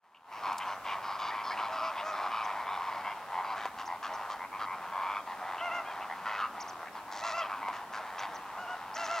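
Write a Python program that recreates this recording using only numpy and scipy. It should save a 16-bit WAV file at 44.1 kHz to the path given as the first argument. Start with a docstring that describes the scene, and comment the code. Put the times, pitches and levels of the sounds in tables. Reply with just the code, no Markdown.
"""Flamingos on an open lagoon

Light wind and a far flock fade in. Nearer birds grunt, yelp and bark: about a hundred membrane
pulses a second excite the resonances of windpipe and throat. Their honks, mostly in pairs, are
harmonic series on an arching pitch. Small birds chip and whistle, something ticks close by,
and the banks return dull echoes of the calls."""
import sys
import numpy as np
from scipy import signal
from scipy.fft import rfft, irfft, next_fast_len
from scipy.io import wavfile
from scipy.ndimage import uniform_filter1d, map_coordinates

SR = 44100
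rng = np.random.default_rng(int(sys.argv[2]) if len(sys.argv) > 2 else 0)


def to_wav(s):
    """Save 16-bit WAV."""
    ch = np.atleast_2d(s).T  # columns
    pcm = np.round(np.clip(ch, -1, 1) * 32767)  # PCM
    wavfile.write(sys.argv[1], SR, pcm.astype(np.int16))


N = 405719
RELEASE_S = .03   # of grunts and barks


def from_db(db):
    """Amplitude grows tenfold for every 20 dB."""
    return 10 ** (np.asarray(db) / 20)


def rms_one(x):
    """Normalisation to unit mean power."""
    return x / np.sqrt(np.mean(x ** 2) + 1e-20)


def in_time(rows):
    """Linear interpolation of (time_s, value) rows over the scene."""
    return np.interp(np.arange(N) / SR, *np.transpose(rows))


def at_hz(rows, hz):
    """Interpolation of (frequency_hz, value) rows on a logarithmic frequency axis."""
    row_hz, values = np.transpose(rows)
    return np.interp(np.log(hz), np.log(row_hz), values)


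def band(x, low_hz, high_hz, order=2):
    """A Butterworth band-pass filter."""
    sos = signal.butter(order, [low_hz, min(high_hz, .45 * SR)], "band", fs=SR, output="sos")
    return signal.sosfilt(sos, x + 1e-18)


def resonate(x, hz, width_hz):
    """A two-pole resonator: the more damping, the wider its band."""
    r = np.exp(-np.pi * width_hz / SR)
    feedback = [1, -2 * r * np.cos(2 * np.pi * hz / SR), r * r]
    return signal.lfilter(np.array([1, 0, -1]) * (1 - r * r) / 2, feedback, x + 1e-18)


def wander(size, per_s):
    """Random modulation of spread about 1, with per_s new values a second."""
    steps = np.arange(size) * per_s / SR
    return np.interp(steps, np.arange(size // 20 + 2), rng.standard_normal(size // 20 + 2))


def swell(u, edge):
    """A raised-cosine envelope over the first and last share `edge` of a call (u runs 0-1)."""
    return np.sin(np.pi / 2 * np.clip(np.minimum(u, 1 - u) / edge, 0, 1)) ** 2


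def add(out, start_s, sound):
    """Superposition: a sound sums with what is already there."""
    i = max(int(start_s * SR), 0)
    out[i:i + len(sound)] += sound[:max(N - i, 0)]


def wind(level_db=-52, flutter_db=2.5):
    """Noise in half-octave bands: fluttering and coherent in the bass, steadier and wide in the treble."""
    # relative spectral density: frequency_hz, density_db
    spectrum = [(25, -23), (55, -4.5), (90, -1.5), (140, -2), (220, 5), (450, 3.5), (1000, 7), (3000, -7),
                (8000, -13), (15500, -15)]
    # likeness of left and right: frequency_hz, correlation
    coherence = [(30, 0.86), (120, 0.97), (1000, 0.94), (3000, 0.064), (6000, -0.05), (10000, -0.07)]
    out, edges_hz = 0, 22 * 2 ** np.arange(0, 10, .5)
    white = rng.standard_normal((2, 2, N))
    for k, (low, high) in enumerate(zip(edges_hz, edges_hz[1:])):
        mid, side = band(white[k % 2], low, high)
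        hz = np.sqrt(low * high)
        alike = np.clip(at_hz(coherence, hz), -1, 1)
        gain = from_db(at_hz(spectrum, hz) + flutter_db * wander(N, 8) / (1 + hz / 3000))
        out = out + gain * (np.sqrt(1 + alike) * mid + np.sqrt(1 - alike) * side * [[1], [-1]])
    return from_db(level_db) * rms_one(out)


def drone(width_hz=5):
    """Narrow bands of noise are heard as two low, unsteady tones."""
    # a faint far hum: pitch_hz, level_db
    tones = [(58.5, -80), (117, -74.5)]
    return sum(from_db(db) * rms_one(band(rng.standard_normal(N), hz - width_hz / 2, hz + width_hz / 2))
               for hz, db in tones)


def pulses(per_s, hoarse=1, jitter=.1, uneven_db=.72, puff_s=.0057):
    """The voice source: membranes snap; hoarseness adds jitter and a puff of turbulence after each snap."""
    size = len(per_s)
    cycles = rng.random() + np.cumsum(per_s * (1 + hoarse * jitter * wander(size, 150))) / SR
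    snaps = np.diff(np.floor(cycles), prepend=0) * from_db(uneven_db * rng.standard_normal(size))
    decay = np.exp(-1 / (puff_s * SR))
    puffs = np.sqrt(signal.lfilter([1 - decay], [1, -decay], snaps ** 2))
    return snaps + hoarse * puffs * rng.standard_normal(size)


def windpipe(source, peak_s=.0009):
    """Multiple reflection in the long windpipe gives every call fine resonances of its own."""
    age = np.arange(SR // 100) / (peak_s * SR)
    reflections = rng.standard_normal(len(age)) * age * np.exp(-age)
    return signal.oaconvolve(source, reflections)[:len(source)]


def formant(source, hz, width_hz, rise, order=3):
    """A resonance of rms 1, resampled to slide up by about the share `rise` over the call."""
    ring = band(source, hz - width_hz / 2, hz + width_hz / 2, order=order)
    u = np.linspace(0, 1, len(source))
    warped = u + rise * u * (u - 1) / 2
    return rms_one(map_coordinates(ring, [warped * (len(u) - 1)], order=3))


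def disperse(x, hz, delay_s_per_hz=6e-6):
    """Dispersion sweeps each pulse upward: what lies above hz comes later, what lies below earlier."""
    size = next_fast_len(len(x) + SR // 10)
    offset_hz = np.fft.rfftfreq(size, 1 / SR) - hz
    return irfft(rfft(x, size) * np.exp(-1j * np.pi * delay_s_per_hz * offset_hz ** 2), size)[:len(x)]


def babble(pulses_per_s=92, rhythm_db=7, syllables_per_s=12, birds=5):
    """Incoherent summation: far birds grunt on and on, each at its own rate and in its own rhythm."""
    # spectral envelope of the far voices: frequency_hz, gain_db
    colour = [(300, -22), (520, -16.5), (720, -3), (980, -0.5), (1300, -5.5), (1650, -12), (2300, -18),
              (3800, -27), (7000, -36.5)]
    voices = np.zeros(N)
    for _ in range(birds):
        voice = windpipe(pulses(pulses_per_s * (1 + .1 * wander(N, 6)), hoarse=.5))
        voices += voice * from_db(rhythm_db * np.minimum(wander(N, syllables_per_s), 1))
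    size = next_fast_len(N)
    spectrum = rfft(voices, size)
    spectrum /= uniform_filter1d(np.abs(spectrum), size=1500)   # over many birds the resonances even out
    spectrum *= from_db(at_hz(colour, np.fft.rfftfreq(size, 1 / SR) + 1))
    return rms_one(band(irfft(spectrum, size)[:N], 197, 6900))


def murmurs(per_s=6, length_s=.085, throat_hz=960, spread_hz=110):
    """Single grunts at loose intervals, scattered in length and throat resonance."""
    out = np.zeros(N)
    for turn_s in np.arange(0, N / SR, 1 / per_s):
        late, stretch, tension = rng.uniform(-1, 1, 3)
        call = grunt(length_s * (1 + .3 * stretch), throat_hz + spread_hz * tension, -12, -24)
        add(out, turn_s + (1 + late) / (2 * per_s), call)
    return out


def far_flock(gain_db=-4, murmur_db=-4.5, lull_db=-5, lull_s=.033):
    """Babble and murmurs share one slow amplitude envelope with brief Gaussian dips."""
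    # loudness contour of the flock: time_s, relative_db
    contour = [(0.5, -36.5), (2.91, -35.5), (3.08, -39), (8.95, -39), (9.2, -35)]
    # moments when the flock drops back: time_s
    lulls = [1.0, 3.26, 3.73, 3.995, 4.49, 5.24, 6.51, 6.76, 6.91, 7.06, 7.865]
    t = np.arange(N) / SR
    dips_db = lull_db * sum(np.exp(-((t - time_s) / lull_s) ** 2) for time_s in lulls)
    voices = babble() + from_db(murmur_db) * murmurs()
    return voices * from_db(gain_db + in_time(contour) + dips_db)


def yelps(length_s=.048, pulses_per_s=90):
    """Source and filter: hoarse pulses excite one broad formant that slides upward."""
    # short squawks: centre_s, formant_hz, level_db
    squawks = [(0.159, 2800, -61.5), (.62, 2430, -43), (0.902, 2550, -45), (1.32, 2020, -45),
               (1.525, 1950, -41), (1.588, 2820, -44.5), (1.996, 2600, -45), (5.598, 2650, -46),
               (6.023, 2550, -50), (6.871, 1790, -48), (7.416, 2730, -46)]
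    out, u = np.zeros(N), np.linspace(0, 1, int(length_s * SR))
    for centre_s, hz, level_db in squawks:
        source = windpipe(pulses(np.full(len(u), pulses_per_s)))
        ring = formant(source, hz, width_hz=.26 * hz, rise=.15, order=2)
        add(out, centre_s - length_s / 2, from_db(level_db) * ring * swell(u, edge=.21))
    return out


def calls(rows, voice, lead_s=.008, overhang_s=.015):
    """Superposition of calls, each with its own level and timbre."""
    out = np.zeros(N)
    for start_s, end_s, level_db, *timbre in rows:
        call = voice(end_s - start_s + lead_s + overhang_s, *timbre)
        add(out, start_s - lead_s, from_db(level_db) * call)
    return out


def grunt(length_s, throat_hz, nasal_db, rasp_db, sag=.08, cycles_per_pulse=10.2, attack_s=.018):
    """Pulses excite throat and nasal formants, which slide together; an open bill adds a high rasp."""
    u = np.linspace(0, 1, int(length_s * SR))
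    harsh_db = rasp_db + 18   # a harsher grunt pulses less evenly, and its rasp sits higher
    hoarse = np.clip(.68 + .038 * harsh_db, .1, 1)
    rise = .008 * (nasal_db - rasp_db - 7)   # a nasal call slides up, a raspy one down
    # a tenser bird pulses faster as its throat rises; the rate sags at both ends
    rate = throat_hz / cycles_per_pulse * (1 + .05 * rng.standard_normal()) * (1 - sag * (2 * u - 1) ** 2)
    snaps = pulses(rate, hoarse)
    # a neighbouring bird's pulses overlap at their own rate and roughen the rattle
    source = windpipe(snaps + hoarse * pulses(rate * rng.uniform(.7, 1.3), hoarse))
    ring = disperse(formant(snaps, throat_hz, width_hz=274, rise=rise), throat_hz)
    body = formant(source, throat_hz, width_hz=643, rise=rise)
    throat = rms_one(ring + from_db(-7) * body)
    nasal_hz = 2.17 * throat_hz
    growl = formant(source, nasal_hz + 320, width_hz=1330, rise=rise)   # hoarseness widens the nasal ring
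    nasal = rms_one(formant(snaps, nasal_hz, width_hz=320, rise=rise) + 2 * hoarse ** 2 * growl)
    rasp_hz = 4500 * (1 + .038 * rng.standard_normal()) + 55 * harsh_db
    rasp = formant(source, rasp_hz, width_hz=1500, rise=rise)
    envelope = np.clip(np.minimum(u / attack_s, (1 - u) / RELEASE_S) * length_s, 0, 1)
    shimmer = from_db(wander(len(u), 45))
    return envelope * shimmer * (throat + from_db(nasal_db) * nasal + from_db(rasp_db) * rasp)


def grunts():
    """The nearer birds take turns; throat tension sets the formants of each grunt."""
    # near grunts: start_s, end_s, level_db, throat_hz, nasal_relative_db, rasp_relative_db
    turns = [(0.316, 0.411, -44, 1030, -8.5, -18.5), (0.426, .54, -36.5, 1073, -12.5, -19.5),
             (0.669, 0.74, -40.5, 1000, -8.5, -17), (0.848, 0.948, -38, 1043, -5.5, -18),
             (1.03, 1.172, -39, 1040, -13, -17), (1.189, 1.308, -37, 1080, -9.5, -13),
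             (1.334, 1.42, -37.5, 1035, -8, -20), (1.44, 1.537, -37, 1060, -16, -12),
             (1.584, 1.679, -36, 1053, -13, -19.5), (1.72, 1.902, -37.5, 1098, -12, -17.5),
             (1.954, 2.027, -38, 972, -9, -19.5), (2.125, 2.279, -38, 1136, -14, -18.5),
             (2.305, 2.434, -34.5, 1117, -10.5, -21), (2.425, 2.525, -38.5, 1027, -9.5, -21.5),
             (2.554, 2.629, -40, 997, -11.5, -26.5), (2.659, 2.766, -36.5, 1029, -10, -22),
             (2.763, 2.911, -38.5, 1025, -14.5, -22), (2.91, 3.023, -39, 972, -10.5, -21.5),
             (3.04, 3.131, -39, 992, -6, -23), (3.326, 3.419, -35, 938, -13, -27),
             (3.439, 3.55, -37.5, 1030, -12.5, -20), (3.87, 3.964, -39, 920, -11.5, -27.5),
             (4.08, 4.167, -40, 925, -12, -24.5), (4.17, 4.28, -46.5, 940, -15, -31.5),
             (4.394, 4.462, -40, 973, -7.5, -34), (4.52, 4.569, -40.5, 1059, -10, -30),
             (4.66, 4.755, -39, 998, -8, -31.5), (4.921, 5.035, -36, 1021, -15.5, -25),
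             (5.02, 5.19, -36.5, 1061, -10, -25.5), (5.265, 5.333, -39, 892, -10.5, -22),
             (5.418, 5.564, -43, 888, -7.5, -25), (5.948, 6.045, -42, 892, -10.5, -28),
             (6.094, 6.14, -41, 897, -3, -29.5), (6.41, 6.466, -33, 1262, -17.5, -24),
             (6.555, 6.613, -43, 937, -12.5, -29.5), (7.343, 7.473, -40, 1094, -11.5, -21.5),
             (7.489, 7.557, -37.5, 1082, -12.5, -27.5), (7.615, 7.717, -38, 994, -10.5, -26.5),
             (8.556, 8.598, -44, 949, -14, -29)]
    return calls(turns, grunt)


def ticks(snap_t60_s=.036):
    """Small close impacts: damped modes give a dull knock, a burst of noise a sharp snap."""
    # impacts: start_s, knock_gain_db, snap_gain_db
    contacts = [(0.528, -60, -41.5), (0.582, -60, -32.5), (3.656, -17, -45), (7.685, -20.5, -47)]
    # modes of the knock: frequency_hz, relative_db, t60_s
    modes = [(783, -12.5, 0.056), (1000, -8.5, 0.041), (1860, -0.5, 0.0017)]
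    out, t = np.zeros(N), np.arange(SR // 10) / SR
    ring = sum(from_db(db - 60 * t / t60_s) * np.sin(2 * np.pi * hz * t) for hz, db, t60_s in modes)
    knock = band(ring, 420, 6000)
    for start_s, knock_db, snap_db in contacts:
        snap = band(rng.standard_normal(len(t)) * from_db(-60 * t / snap_t60_s), 4000, 8300, order=1)
        add(out, start_s, from_db(knock_db) * knock + from_db(snap_db) * snap)
    return out


def whistles(waver_hz=60):
    """Small far birds whistle nearly pure tones that glide in frequency."""
    # thin whistles: start_s, end_s, first_hz, last_hz, level_db
    glides = [(0.642, 0.773, 6000, 6060, -62), (5.08, 5.23, 3400, 3240, -57), (6.92, 7.01, 5700, 3600, -63)]
    out = np.zeros(N)
    for start_s, end_s, first_hz, last_hz, level_db in glides:
        u = np.linspace(0, 1, int((end_s - start_s) * SR))
        pitch_hz = first_hz + (last_hz - first_hz) * u + waver_hz * wander(len(u), 314)
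        tone = np.sin(2 * np.pi * np.cumsum(pitch_hz) / SR)
        add(out, start_s, from_db(level_db) * swell(u, edge=.16) * tone)
    return out


def syllables(start_s, end_s, longer, typical_s=.12):
    """A bout divides into (start_s, end_s) syllables, each `longer` times the one before."""
    lengths = longer ** np.arange(max(round((end_s - start_s) / typical_s), 1))
    edges_s = start_s + (end_s - start_s) * np.append(0, np.cumsum(lengths)) / lengths.sum()
    return zip(edges_s, edges_s[1:])


def honk(length_s, top_hz, third_db, fourth_db, high_db, sag=.18, waver=.0067, flutter_db=2):
    """A harmonic series on an arching pitch; the high harmonics speak only at full effort."""
    # spectral envelope of the high harmonics: frequency_hz, gain_db
    treble = [(3300, 0), (4000, -2), (4700, -1), (6100, 0.5), (7500, -8)]
    u = np.linspace(0, 1, int(length_s * SR))
    pitch_hz = top_hz * (1 - sag * np.abs(2 * u - 1) ** 2.8 + waver * wander(len(u), 273))
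    phase = 2 * np.pi * np.cumsum(pitch_hz) / SR
    upper_hz = top_hz * np.arange(5, 12)
    upper_db = high_db + at_hz(treble, upper_hz) + rng.normal(0, 2.5, len(upper_hz))
    tone = 0
    for k, db in enumerate([-1, 0, third_db, fourth_db, *upper_db], 1):
        envelope = from_db(db + flutter_db * wander(len(u), 78)) * swell(u, edge=.25 if k <= 4 else .5)
        tone += envelope * np.sin(k * phase + rng.uniform(0, 2 * np.pi))
    return tone * (1 + .22 * wander(len(u), 300))


def honks(accent_db=2.5, overhang_s=.01):
    """A bird honks once or twice on one pitch, stressing the second by level and duration."""
    # bouts, with harmonics relative to the second harmonic:
    # start_s, end_s, top_hz, level_db, third_db, fourth_db, high_db
    bouts = [(1.677, 1.924, 660, -41.5, -17, -14, -25.5), (2.016, 2.153, 637, -40.5, -11, -12, -18.5),
             (5.604, 5.811, 704, -38, -4.5, -8, -29), (5.849, 5.931, 824, -49, 0, -5, -29),
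             (7.213, 7.438, 682, -38.5, -6.5, -7.5, -17.5), (8.573, 8.766, 730, -43.5, -27, -11, -26.5),
             (8.954, 9.202, 684.5, -38.5, -8, -9.5, -23.5)]
    out = np.zeros(N)
    for first_s, last_s, top_hz, level_db, *harmonics_db in bouts:
        for k, (start_s, end_s) in enumerate(syllables(first_s, last_s, longer=1.1)):
            call = honk(end_s - start_s + 2 * overhang_s, top_hz, *harmonics_db)
            add(out, start_s - overhang_s, from_db(level_db + accent_db * k) * call)
    return out


def chips(length_s=.036, top_hz=6400, arch_hz=1900, fall_hz=500, trill_hz=450, trill_per_s=170):
    """Small birds chip in quick arches of pitch; fast frequency modulation makes them buzz."""
    # chips: centre_s, peak_db
    notes = [(2.448, -48), (3.8707, -49), (4.149, -49.5), (6.616, -40), (6.693, -44), (8.2003, -43.5),
             (8.356, -48), (8.957, -40.5), (9.054, -39.5)]
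    out, u = np.zeros(N), np.linspace(0, 1, int(length_s * SR))
    for centre_s, peak_db in notes:
        buzz = np.sin(2 * np.pi * (trill_per_s * length_s * u + rng.random())) + .78 * wander(len(u), 937)
        pitch_hz = top_hz - arch_hz * (2 * u - 1) ** 2 + trill_hz * buzz - fall_hz * u
        tone = np.sin(2 * np.pi * np.cumsum(pitch_hz) / SR)
        envelope = from_db(3 * wander(len(u), 350)) * swell(u, edge=.18)
        add(out, centre_s - length_s / 2, from_db(peak_db) * envelope / envelope.max() * tone)
    return out


def bark(length_s, throat_hz, hiss_db, pulses_per_s=105, attack_s=.013):
    """A wide-open bill damps the throat resonance: each pulse is a broad crack that also drives a hiss."""
    t = np.arange(int(length_s * SR)) / SR
    snaps = pulses(np.full(len(t), pulses_per_s), hoarse=.8)
    crack = windpipe(snaps)
    source = rms_one(disperse(snaps, throat_hz, delay_s_per_hz=5e-7)) + rms_one(crack)
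    voice = rms_one(band(resonate(source, throat_hz, width_hz=350), 660, 4200, order=3))
    hiss = rms_one(band(crack * rng.standard_normal(len(t)), 3150, 6800, order=3))
    envelope = np.clip(np.minimum(t / attack_s, (length_s - t) / RELEASE_S), 0, 1)
    return envelope * (voice + from_db(hiss_db) * hiss)


def barks():
    """The nearer birds bark, each with its own balance of resonance and noise."""
    # harsh barks: start_s, end_s, level_db, throat_hz, hiss_relative_db
    turns = [(3.561, 3.683, -41, 1050, -20), (3.782, 3.824, -40.5, 1020, -16),
             (4.028, 4.077, -36, 1100, -19.5), (4.297, 4.34, -37.5, 1040, -17),
             (4.596, 4.653, -36, 1010, -30), (6.255, 6.379, -35.5, 1025, -34),
             (6.382, 6.425, -33.5, 1180, -27), (6.947, 6.995, -44.5, 1000, -26),
             (7.117, 7.222, -43, 890, -7), (7.236, 7.335, -39, 1050, -8.5), (7.728, 7.78, -45, 1050, -15),
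             (7.932, 7.988, -40.5, 1080, -13.5), (8.18, 8.256, -39.5, 1020, -21),
             (8.959, 9.204, -41.5, 1020, -9)]
    return calls(turns, bark)


def lagoon(x, tail_db=-17, tail_t60_s=.14, spread_db=-11):
    """Reflection off the banks gives dull echoes; scattering adds a faint tail, different in each ear."""
    # echoes off the banks: delay_s, gain_db
    banks = [(.037, -12.5), (.11, -16.5)]
    dull, echoes = band(x, 190, 3600, order=1), np.zeros(N)
    for delay_s, gain_db in banks:
        add(echoes, delay_s, from_db(gain_db) * dull)
    t = np.arange(SR // 2) / SR
    tail = rng.standard_normal((2, len(t))) * from_db(-60 * t / tail_t60_s)
    tail /= np.sqrt(np.sum(tail ** 2) / 2)
    scattered = from_db(tail_db) * dull + from_db(spread_db) * band(x, 2270, 2520, order=1)
    return echoes + signal.fftconvolve(scattered[None], tail, axes=1)[:, :N]


def scene(left_db=.38, lag_samples=1):
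    """Interaural differences of time and level place the flock a little to the left."""
    # the air and the far flock fade in: time_s, gain_db
    fade_in = [(0, -50), (.04, -24), (.24, -18), (.33, -4), (.45, 0)]
    fade = from_db(in_time(fade_in))
    air = wind() + drone()
    near = grunts() + barks() + honks() + yelps()
    birds = near + chips() + whistles() + far_flock() * fade
    left = birds + ticks()
    right = np.pad(left, (lag_samples, 0))[:N]
    heard = np.array([left, right]) + lagoon(birds) + air * fade
    return heard * from_db([[left_db], [-left_db]])


def record(dry, cutoff_hz=15800):
    """An elliptic low-pass filter cuts the top steeply."""
    return signal.sosfilt(signal.ellip(10, .1, 70, cutoff_hz, fs=SR, output="sos"), dry)


dry = scene()
out = record(dry)
to_wav(out)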